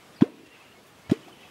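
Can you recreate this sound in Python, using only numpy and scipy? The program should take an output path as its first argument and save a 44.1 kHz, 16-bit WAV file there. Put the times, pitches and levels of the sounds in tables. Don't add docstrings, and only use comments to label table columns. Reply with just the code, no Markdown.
import sys
import numpy as np
from scipy import signal
from scipy.fft import rfft, irfft, next_fast_len
from scipy.io import wavfile
from scipy.ndimage import uniform_filter1d, map_coordinates

SR = 44100
rng = np.random.default_rng(int(sys.argv[2]) if len(sys.argv) > 2 else 0)


def bounce(signal):
    frames = np.transpose(np.atleast_2d(signal))
    limited = np.clip(frames, -1, 1)
    pcm = np.round(limited * 32767).astype(np.int16)
    wavfile.write(sys.argv[1], SR, pcm)


def volts(x):
    e = np.asarray(x, float) / 20
    return 10 ** e


N = 66150

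# (time [s], level [dB], first pitch [Hz], last pitch [Hz], time to half the rise [s])
POCKETS = [
    (.2195, -5.2, 196, 532, .0127),
    (1.1158, -9.9, 139, 464, .0067),
]


def unit(x):
    return x / np.sqrt(np.mean(x ** 2) + 1e-20)


def along(points, hz):
    f, v = np.transpose(points)
    return np.interp(np.log(hz + 1), np.log(f + 1), v)


def since(s):
    return np.clip(np.arange(N) / SR - s, 0, None)


def wobble(rate):
    knots = rng.standard_normal(int(N * rate / SR) + 4)
    return map_coordinates(knots, [np.arange(N) * rate / SR])


def filtered(x, response):
    m = next_fast_len(N + 8192)
    return irfft(rfft(x, m) * response(np.fft.rfftfreq(m, 1 / SR)), m)[..., :N]


def rush(spectrum, patchy_db):
    z = signal.stft(rng.standard_normal(N), nperseg=512)[2]
    patches = uniform_filter1d(rng.standard_normal(z.shape), 5, 0)
    patches = unit(uniform_filter1d(patches, 8, 1))
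    x = signal.istft(z * volts(patchy_db * patches), nperseg=512)[1][:N]
    return unit(filtered(x, lambda hz: volts(along(spectrum, hz))))


def fading(t, attack, t60):
    return (1 - np.exp(-t / attack)) * volts(-60 * t / t60)


def lake_hush():
    # (frequency [Hz], density [dB per Hz])
    hush_band = [(25, 15.5), (60, 1.5), (130, 1.1), (350, 0), (1000, -4), (4000, -13.5), (13500, -24),
                 (15700, -34)]
    hush_db = -50
    return volts(hush_db + 0.23 * wobble(4.7)) * rush(hush_band, patchy_db=1.42)


def far_chorus():
    # (time [s], level [dB])
    chorus_swells = [(0.0, -58.5), (0.284, -61), (0.66, -55), (0.798, -68.5), (1.072, -61.5), (1.224, -59),
                     (1.5, -52.5)]
    # (frequency [Hz], density [dB per Hz])
    chorus_band = [(1300, -29), (1900, -9), (2700, -2.5), (3500, -8), (4800, -33)]
    chorus_db = -4.5
    s, db = np.transpose(chorus_swells)
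    level_db = np.interp(np.arange(N) / SR, s, db) + chorus_db + 1.5 * wobble(25)
    return volts(level_db) * rush(chorus_band, patchy_db=3)


def birds():
    # (time [s], length [s], first pitch [Hz], last pitch [Hz], level [dB])
    whistles = [(.158, .026, 4860, 4780, -54.5), (0.179, 0.026, 4450, 4260, -58),
                (.445, 0.031, 2810, 2660, -56), (.5, 0.07, 2760, 2720, -56), (.54, .025, 2660, 2555, -54),
                (.505, 0.18, 2013, 2070, -61.5), (.6, 0.023, 2580, 2615, -52.5),
                (.605, 0.16, 2820, 2800, -61.5), (.745, 0.048, 2200, 2170, -59),
                (1.035, .055, 2136, 2270, -56.5), (1.185, 0.031, 3250, 3320, -58.5),
                (1.232, 0.023, 2980, 2990, -54), (1.236, .04, 2140, 2740, -57),
                (1.285, 0.17, 2970, 3020, -62.5), (1.315, .03, 3120, 2980, -53),
                (1.39, 0.018, 2460, 2507, -62), (1.418, 0.0564, 2720, 2520, -54.5),
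                (1.44, 0.053, 3330, 3370, -59)]
    warble, flutter_db, birds_db = .004, 4, -2
    out = np.zeros(N)
    for s, length, first_hz, last_hz, db in whistles:
        u = np.clip(since(s) / length, 0, 1)
        hz = (first_hz + (last_hz - first_hz) * u) * (1 + warble * wobble(120))
        size = volts(flutter_db * wobble(150)) * np.sqrt(np.abs(np.sin(np.pi * u))) * (u < 1)
        size = unit(size) * np.sqrt(length * SR / N)
        out += volts(db + birds_db) * size * np.sin(2 * np.pi * np.cumsum(hz) / SR)
    return out


def spray():
    # (time [s], level [dB], rise [s], t60 [s], brightness [dB per octave])
    bursts = [(0.208, -31.5, 0.0032, 0.081, -7), (.2192, -28.5, .0015, .045, -7.5),
              (0.225, -42.5, 0.0092, 0.25, -6.5), (1.0945, -32.5, .004, .07, -6),
              (1.098, -35.5, .001, 0.027, -5), (1.1112, -31, 0.0016, 0.049, -2),
              (1.115, -34, .004, 0.066, -6.5), (1.123, -40.5, 0.0048, .2, -4.5),
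              (1.135, -44, .001, .03, -2), (0.459, -49.5, 0.0035, 0.097, -3), (.858, -51, .014, .14, 12),
              (1.279, -47, 0.0074, 0.088, -1), (1.405, -53, 0.0076, 0.23, -2),
              (.52, -57.5, 0.028, 0.78, -2.6), (1.16, -50.5, 0.053, 0.46, -3)]
    # (frequency [Hz], density [dB per Hz])
    spray_band = [(150, -51.5), (450, -3.5), (1000, 1), (2500, 5), (5500, 0), (10000, -6), (15500, -14)]
    crackle_db = 2
    out = np.zeros(N)
    for s, db, rise, t60, tilt_db in bursts:
        drops = rng.standard_normal(N) * volts(crackle_db * wobble(700))
        drops = filtered(drops, lambda hz: volts(along(spray_band, hz) + tilt_db * np.log2((hz + 1) / 2000)))
        size = fading(since(s), rise, t60)
        out += volts(db) * unit(size * drops) * np.sqrt(np.mean(size ** 2))
    return out


def slap():
    # (time [s], knock level [dB], push level [dB], push pitch [Hz])
    slaps = [
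        (.2098, -22, -28, 111.1),
        (1.0973, -27.5, -20, 91.4),
    ]
    # (frequency [Hz], level [dB], t60 [s])
    wood = [(665, 0, 0.022), (1700, -9, 0.016), (2373, -16, 0.02), (3410, -21, .014), (4550, -20, .014)]
    scatter_db, push_t60_s = 2, 0.04
    out = np.zeros(N)
    for s, knock_db, push_db, push_hz in slaps:
        t = since(s)
        knock = np.zeros(N)
        for hz, db, t60 in wood:
            mode_gain = volts(db + rng.normal(0, scatter_db))
            knock += mode_gain * fading(t, 0.00049, t60) * np.sin(2 * np.pi * hz * t)
        push = fading(t, 0.00083, push_t60_s) * np.cos(2 * np.pi * push_hz * t)
        out += volts(knock_db) * knock + volts(push_db) * push
    return out


def pocket():
    swell_s, swell_wide_s, open_s = 0.0051, 0.0024, 0.0008
    ring_share, ring_s = 0.49, 0.016
    burst_s, burst_db = .0224, -8.5
    out = np.zeros(N)
    for s, db, low_hz, high_hz, half in POCKETS:
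        t = since(s)
        turns = high_hz * t - (high_hz - low_hz) * half * np.arctan(t / half)
        swell = np.exp(-.5 * ((t - swell_s) / swell_wide_s) ** 2)
        broken = np.clip((t - burst_s) / 0.0033, 0, 1)
        ring = ring_share * np.exp(-t / ring_s) * volts(burst_db * broken)
        out += volts(db) * (swell + ring) * (1 - np.exp(-t / open_s)) * np.sin(2 * np.pi * turns)
    return out


def bubbles():
    small_tones = [(.22, -23.5, 1003, 0.03), (.2195, -28, 3300, 0.016), (.243, -35, 720, 0.042),
                   (.262, -39.5, 574, 0.088), (.282, -39.5, 594, 0.041), (1.1135, -25, 620, 0.046),
                   (1.279, -43.5, 680, 0.084), (1.282, -39.5, 796, 0.031), (1.289, -49, 966, 0.04),
                   (1.293, -46, 1170, 0.043), (1.445, -48.5, 717, 0.12), (1.45, -52.5, 1120, 0.072)]
    rise_per_s, attack_s = 1.5, 0.00061
    out = np.zeros(N)
    for s, db, hz, t60 in small_tones:
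        t = since(s)
        turns = hz * t * (1 + rise_per_s * t / 2)
        out += volts(db) * fading(t, attack_s, t60) * np.sin(2 * np.pi * turns)
    return out


def reeds(x):
    # (frequency [Hz], t60 [s])
    reed_t60 = [(120, .3), (350, 1), (700, 0.65), (3000, 0.28)]
    # (frequency [Hz], level [dB])
    reed_band = [(80, -13), (200, -5.5), (280, -11), (370, 0.5), (800, 4.5), (3000, -13)]
    delay_s = .025
    far_bank_s, far_bank_wide_s, far_bank_db = .15, .025, 5.5
    hz, t, z = signal.stft(rng.standard_normal(SR // 2), SR, nperseg=512)
    far_bank = far_bank_db * np.exp(-.5 * ((t - far_bank_s) / far_bank_wide_s) ** 2)
    tail_db = along(reed_band, hz)[:, None] - 60 * t / along(reed_t60, hz)[:, None] + far_bank
    tail = signal.istft(z * volts(tail_db), SR, nperseg=512)[1]
    low_tail = filtered(np.pad(tail, (0, N))[:N], lambda f: f < 600)
    late = np.pad(x, (round(delay_s * SR), 0))
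    return signal.fftconvolve(late, tail / np.linalg.norm(low_tail) / 6)[:N]


def ducking():
    duck_db, over_db = -.95, -10.5
    recover_s = .5
    gain_db = np.zeros(N)
    for s, db, *_ in POCKETS:
        fall = 1 - np.exp(-since(s + .02) / 0.036)
        gain_db += duck_db * max(db - over_db, 0) * fall * np.exp(-since(s) / recover_s)
    return volts(gain_db)


def scene():
    near = pocket() + slap() + spray() + bubbles()
    first = np.arange(N) < N // 2
    echo = reeds(near * first) + reeds(near * ~first)
    reeds_db = -24
    far = far_chorus() + birds() + lake_hush() * ducking()
    return (near + volts(reeds_db) * echo + far)[None]


def top_cut(x):
    return signal.sosfilt(signal.butter(12, 15840, fs=SR, output="sos"), x)


def record(dry):
    whine_hz, whine_db = 15625, -83
    low_cut_hz, top_hz = 81, 15750
    whine = volts(whine_db) * np.sin(2 * np.pi * whine_hz * np.arange(N) / SR)

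    def band(hz):
        return (hz < top_hz) * hz ** 4 / np.sqrt(hz ** 8 + low_cut_hz ** 8)

    return top_cut(filtered(dry + whine, band))


dry = scene()
out = record(dry)
bounce(out)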